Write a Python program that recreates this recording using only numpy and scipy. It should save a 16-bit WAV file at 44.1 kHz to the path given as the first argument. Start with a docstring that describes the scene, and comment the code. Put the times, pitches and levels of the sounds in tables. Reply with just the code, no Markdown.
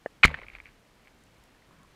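"""Speargun fired under water

Heard through a camera housing, the trigger gives a faint, dull knock. The shaft strikes and scrapes
the barrel on its way out; water damps each ring within a few cycles. Bubbles collapse in sharp snaps,
the gun recoils and its rubber bands shudder. The line runs out with ever fainter taps and ticks,
over the soft rush of a quiet sea and the crackle of snapping shrimp."""
import sys
import numpy as np
from scipy.fft import rfft, irfft, next_fast_len
from scipy.io import wavfile
from scipy.ndimage import uniform_filter1d, minimum_filter1d, map_coordinates

SR = 44100
rng = np.random.default_rng(int(sys.argv[2]) if len(sys.argv) > 2 else 0)


def waveform_to_disk(signal):
    """Save audio, clipped to [-1, 1], as 16-bit WAV at the path in sys.argv[1]."""
    frames = np.transpose(np.atleast_2d(signal))
    scaled = np.clip(frames, -1, 1) * 32767
    samples = np.round(scaled).astype(np.int16)
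    wavfile.write(sys.argv[1], SR, samples)


N = 85995

# spectrum of the sea's rush (frequency [Hz], gain [dB])
SEA_SPECTRUM = [(10, -8), (25, -3.5), (45, 2.5), (80, -5), (120, -3), (160, -4), (240, -5.5), (400, -8),
                (1230, -13.5), (2270, -15), (3200, -18.5), (6000, -25), (12400, -33), (15500, -37)]
# spectrum of a swirl past the housing (frequency [Hz], gain [dB])
SWIRL_SPECTRUM = [(15, -7), (50, 4), (100, -11), (170, 4.5), (400, -14), (750, -36), (1050, -5),
                  (1600, -13), (2300, -18), (4000, -33), (15000, -45)]
# spectrum of all snaps (frequency [Hz], gain [dB])
SNAP_SPECTRUM = [(500, -25.5), (2200, -10), (4500, -6), (7000, -1), (9500, -2), (13000, -6), (15500, -12)]
# spectrum of churned water (frequency [Hz], gain [dB])
WAKE_SPECTRUM = [(100, -1), (250, 0), (350, -6), (500, 0), (800, -7.5), (1100, -2), (1600, -9.5),
                 (3000, -17.5), (5400, -34.5), (15000, -50.5)]
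# spectrum of the swaying gun (frequency [Hz], gain [dB])
SWAY_SPECTRUM = [(10, -13), (25, -5), (43, 2.5), (70, -12.5), (150, -15), (400, -46.5), (2000, -88.5)]
# spectrum of the rubbing line (frequency [Hz], gain [dB])
LINE_SPECTRUM = [(100, -25), (500, -12), (1200, -8.5), (1700, -3), (2300, 0), (2650, -4.5), (3000, -15),
                 (4300, -16), (5300, -35), (15000, -55.5)]
# response of the housing to rattles (frequency [Hz], gain [dB])
HOUSING_SPECTRUM = [(100, -30), (400, -16.5), (650, -7), (850, -6.5), (1250, -1), (1700, -1.5), (2350, 0.5),
                    (3000, -8.5), (3500, -12.5), (4400, -15.5), (5300, -33.5), (8000, -49.5),
                    (15000, -53.5)]
# spectrum of cracks, scrape and sizzle (frequency [Hz], gain [dB])
CRACK_SPECTRUM = [(500, -23), (2000, -5), (4300, 9.5), (5400, -3), (7000, -3), (10000, -16), (14000, -26),
                  (16000, -27)]
# spectrum of fizzing bubbles (frequency [Hz], gain [dB])
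FIZZ_SPECTRUM = [(1000, -20), (2500, -6), (4100, 0), (5000, -6), (5600, -16.5), (9000, -23), (15000, -34)]
# how hard the line rubs (time [s], level [dB])
LINE_FRICTION = [(.25, -46), (.265, -39), (.295, -46), (0.311, -44.5), (.335, -52), (.356, -54.5),
                 (.373, -49.5), (.402, -61), (.422, -56), (0.438, -51.5), (0.451, -67), (.495, -62),
                 (.515, -61), (0.564, -51), (.58, -68), (.625, -73.5), (.665, -59.5), (.72, -71),
                 (.8, -100)]
# bumps of the gun in the hand (time [s], level [dB], frequency [Hz])
HAND_BUMPS = [(0.3023, -36, 930), (.312, -40, 617), (.343, -35.5, 1100), (.387, -41.5, 760),
              (0.392, -42.5, 510), (.4165, -42, 1030), (.4245, -40.5, 516), (1.547, -55, 1695),
              (1.622, -53, 1994), (1.709, -50, 1054), (1.847, -51.5, 1097)]
# bubbles collapsing after the shot, later nearby shrimp (time [s], level before filtering [dB])
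NEAR_SNAPS = [(.2425, -18), (.2523, -15), (0.2565, -11), (.2777, -33), (.293, -41), (.617, -51),
              (1.238, -44.5), (1.439, -38), (1.832, -44)]
# modes of the trigger knock (frequency [Hz], level before filtering [dB], rise time [s])
TRIGGER_MODES = [(320, -35.5, 0.0027), (528, -17, .0015), (1205, -47, 0.0039), (1770, -27, 0.0015),
                 (1785, -51, 0.0081), (2850, -51, 0.0021)]
# modes of the gun and its bands (frequency [Hz], level [dB], 60 dB decay time [s])
RECOIL_MODES = [(44, -14.5, 0.081), (73, -29, 0.34), (149, -32.5, 0.32), (253, -36.5, 0.23)]
# housing modes beside a contact's main ring (frequency [Hz], relative level [dB], rise time [ratio])
HOUSING_MODES = [(690, -21, 1.1), (3052, -15, 0.76)]
# the line and its fittings tap the gun (time [s], level [dB], frequency [Hz])
LINE_TAPS = [(.27, -27, 2290), (0.2795, -23.5, 2280), (.3022, -36, 2130), (0.3422, -20.5, 1777),
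             (0.346, -28.5, 1760), (.388, -33.5, 2110), (0.398, -40, 2260), (0.4157, -38, 2200),
             (.4329, -38.5, 2040), (.4659, -42, 2260), (0.4836, -34.5, 2330), (.5, -39.5, 2280),
             (0.5507, -31.5, 2290), (0.5848, -40, 2110), (0.6009, -36, 2225), (0.6562, -39, 2270),
             (.666, -44.5, 2290), (0.689, -48, 2144), (1.05, -56, 2200), (1.0572, -52.5, 2200),
             (1.0723, -44, 2156), (1.08, -51, 2284)]
# the shaft strikes the barrel
# (time [s], ring level [dB], frequency [Hz], rise time [s], rattle level [dB], crack level [dB])
SHAFT_STRIKES = [(0.23, -18, 2110, .0018, -29, -44), (.2321, -10, 2046, .001, -22.5, -38),
                 (0.2342, -5, 2453, .0022, -8.5, -40), (0.2409, -0.5, 2193, 0.0017, -20.5, -33),
                 (0.246, -5.5, 2074, .0009, -23, -36), (.2506, -4, 1384, 0.00085, -18.5, -23.5),
                 (.2558, -15, 2240, .0017, -27, -27)]

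WAKE_START_S = .25  # the water churns and the line starts to run


def amp(db):
    return 10 ** (np.asarray(db) / 20)


def since(start_s):
    """Seconds elapsed after start_s, zero before it."""
    return np.maximum(np.arange(N) / SR - start_s, 0)


def decay(t, t60):
    """Exponential damping: a fall of 60 dB in t60 seconds."""
    return np.exp(-np.log(1000) * t / t60)


def pulse(centre_s, width_s):
    """A Gaussian pulse of unit height."""
    return np.exp(-((since(0) - centre_s) / width_s) ** 2)


def wobble(rate_hz):
    """Smooth random modulation through rate_hz knots a second."""
    knots = rng.standard_normal(int(N * rate_hz / SR) + 4)
    return map_coordinates(knots, [np.arange(N) * rate_hz / SR])


def impulses(per_s, top_db, spread_db):
    """A Poisson train of impulses, each up to spread_db below top_db."""
    return (rng.random(N) < per_s / SR) * amp(top_db - spread_db * rng.random(N))


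def filtered(x, gain):
    """Zero-phase filtering: the spectrum of x is multiplied by gain(frequency)."""
    size = next_fast_len(N + SR // 4)
    return irfft(rfft(x, size) * gain(np.fft.rfftfreq(size, 1 / SR)), size)[:N]


def coloured(x, spectrum):
    """Spectral shaping by a gain table, interpolated in log frequency."""
    table_hz, db = np.transpose(spectrum)
    return filtered(x, lambda hz: amp(np.interp(np.log(hz + 1), np.log(table_hz), db)))


def noise(spectrum):
    """Coloured Gaussian noise of unit rms."""
    x = coloured(rng.standard_normal(N), spectrum)
    return x / x.std()


def ping(t, hz, rise_s):
    """A resonance damped by water: it peaks at rise_s and dies within a few cycles."""
    u = t / rise_s
    return (u * np.exp(1 - u)) ** 3 * np.sin(2 * np.pi * hz * t)


def sea():
    """Ambient noise: a soft rush, one swirl past the housing and the random snaps of distant shrimp."""
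    rush = amp(-61 - .35 * wobble(12)) * noise(SEA_SPECTRUM)
    swirl = amp(-62.5 + 2.85 * wobble(35)) * pulse(1.79, width_s=.13) * noise(SWIRL_SPECTRUM)
    shrimp = coloured(impulses(per_s=66, top_db=-46.5, spread_db=12), SNAP_SPECTRUM)
    return rush + swirl + shrimp


def wake():
    """Turbulence decays behind the shaft, with friction noise from the line and a low sway of the gun."""
    t = since(WAKE_START_S)
    churn = amp(-43.5 + 3 * wobble(130)) * decay(t, t60=.6) * noise(WAKE_SPECTRUM)
    friction_db = np.interp(since(0), *np.transpose(LINE_FRICTION))
    rubbing = amp(friction_db + 2.5 * wobble(220)) * noise(LINE_SPECTRUM)
    sway = amp(-59.5) * decay(since(.707), t60=.45) * noise(SWAY_SPECTRUM)
    return (t > 0) * (churn + rubbing + sway)


def hand_bumps():
    """Soft impacts of the gun in the hand each excite one damped resonance."""
    return sum(amp(db) * ping(since(at_s), hz, rise_s=.0015) for at_s, db, hz in HAND_BUMPS)


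def line_ticks():
    """Random, ever weaker impacts of the line on the gun are filtered by the housing."""
    t = since(WAKE_START_S)
    ticks = impulses(per_s=330, top_db=-20, spread_db=24) * (t > 0) * decay(t, t60=.66)
    return coloured(ticks, HOUSING_SPECTRUM)


def near_snaps():
    """Bubble collapse, from the shot or a shrimp, radiates a broadband burst of about a millisecond."""
    envelope = sum(amp(db) * (since(at_s) > 0) * decay(since(at_s), t60=.0039) for at_s, db in NEAR_SNAPS)
    return coloured(envelope * rng.uniform(-1, 1, N), SNAP_SPECTRUM)


def trigger(release_s=.0599, low_cut_hz=205):
    """Impulse excitation: the sear lets go and damped modes sum to a dull knock without deep bass."""
    modes = sum(amp(db) * ping(since(release_s), hz, rise_s) for hz, db, rise_s in TRIGGER_MODES)
    return filtered(modes, lambda hz: hz ** 2 / (hz ** 2 + low_cut_hz ** 2))


def recoil():
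    """Reaction to the shot: a pressure pulse, then gun and bands vibrate freely until the hand damps them."""
    first_motion = amp(-22.5) * pulse(.2459, width_s=.001)
    push = amp(-9) * pulse(.251, width_s=.00063)
    t = since(.2525)
    swing = sum(amp(db) * decay(t, t60) * np.sin(2 * np.pi * hz * t) for hz, db, t60 in RECOIL_MODES)
    hand_damping = decay(since(.357), t60=.075)
    return first_motion + push - swing * hand_damping


def shaft_scrape(start_s=.2295, rise_s=.016, exit_s=.256):
    """Sliding friction sounds until the shaft leaves the muzzle; bubbles sizzle and fizz behind it."""
    after_exit = since(exit_s)
    sliding = np.minimum(since(start_s) / rise_s, 1) * decay(after_exit, t60=.014)
    sizzle = amp(-41) * decay(after_exit, t60=.085) * noise(CRACK_SPECTRUM)
    fizz = amp(-46.5) * decay(after_exit, t60=.074) * noise(FIZZ_SPECTRUM)
    friction = amp(-28.5) * sliding * noise(CRACK_SPECTRUM)
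    return friction + (after_exit > 0) * (sizzle + fizz)


def impact(at_s, ring_db, hz, rise_s, rattle_db, crack_db, rattle_noise, crack_noise):
    """One contact excites the modes of the housing, with a short rattle and a bright crack."""
    start, t = round(at_s * SR), np.arange(SR // 10) / SR
    span = slice(start, start + len(t))
    side_modes = sum(amp(db) * ping(t, mode_hz, ratio * rise_s) for mode_hz, db, ratio in HOUSING_MODES)
    ring = amp(ring_db) * (ping(t, hz, rise_s) + side_modes)
    rattle = amp(rattle_db) * decay(t, t60=.025) * rattle_noise[span]
    crack = amp(crack_db) * decay(t, t60=.012) * crack_noise[span]
    attack = 1 - np.exp(-t / .0005)
    sound = np.zeros(N)
    sound[span] = ring + attack * (rattle + crack)
    return sound


def strikes_and_taps(tap_rise_s=.0013):
    """Impact sound: the shaft strikes the barrel hard, then the line taps the gun lightly."""
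    noises = noise(HOUSING_SPECTRUM), noise(CRACK_SPECTRUM)
    strikes = sum(impact(*strike, *noises) for strike in SHAFT_STRIKES)
    taps = sum(impact(at_s, db, hz, tap_rise_s, db - 11.5, db - 38.5, *noises)
               for at_s, db, hz in LINE_TAPS)
    return strikes + taps


def scene():
    """Superposition: the pressures of all sources add at one microphone."""
    shot = trigger() + strikes_and_taps() + shaft_scrape() + recoil()
    return (shot + near_snaps() + hand_bumps() + line_ticks() + wake() + sea())[None]


def record(dry, ceiling=.98, cutoff_hz=15500):
    """Peak and band limiting: the camera briefly turns down the highest peaks and cuts the top treble."""
    needed_gain = np.minimum(1, ceiling / (np.abs(dry[0]) + 1e-9))
    smooth_gain = uniform_filter1d(minimum_filter1d(needed_gain, size=61), size=61)
    return filtered(dry[0] * smooth_gain, lambda hz: 1 / np.sqrt(1 + (hz / cutoff_hz) ** 120))[None]


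dry = scene()
out = record(dry)
waveform_to_disk(out)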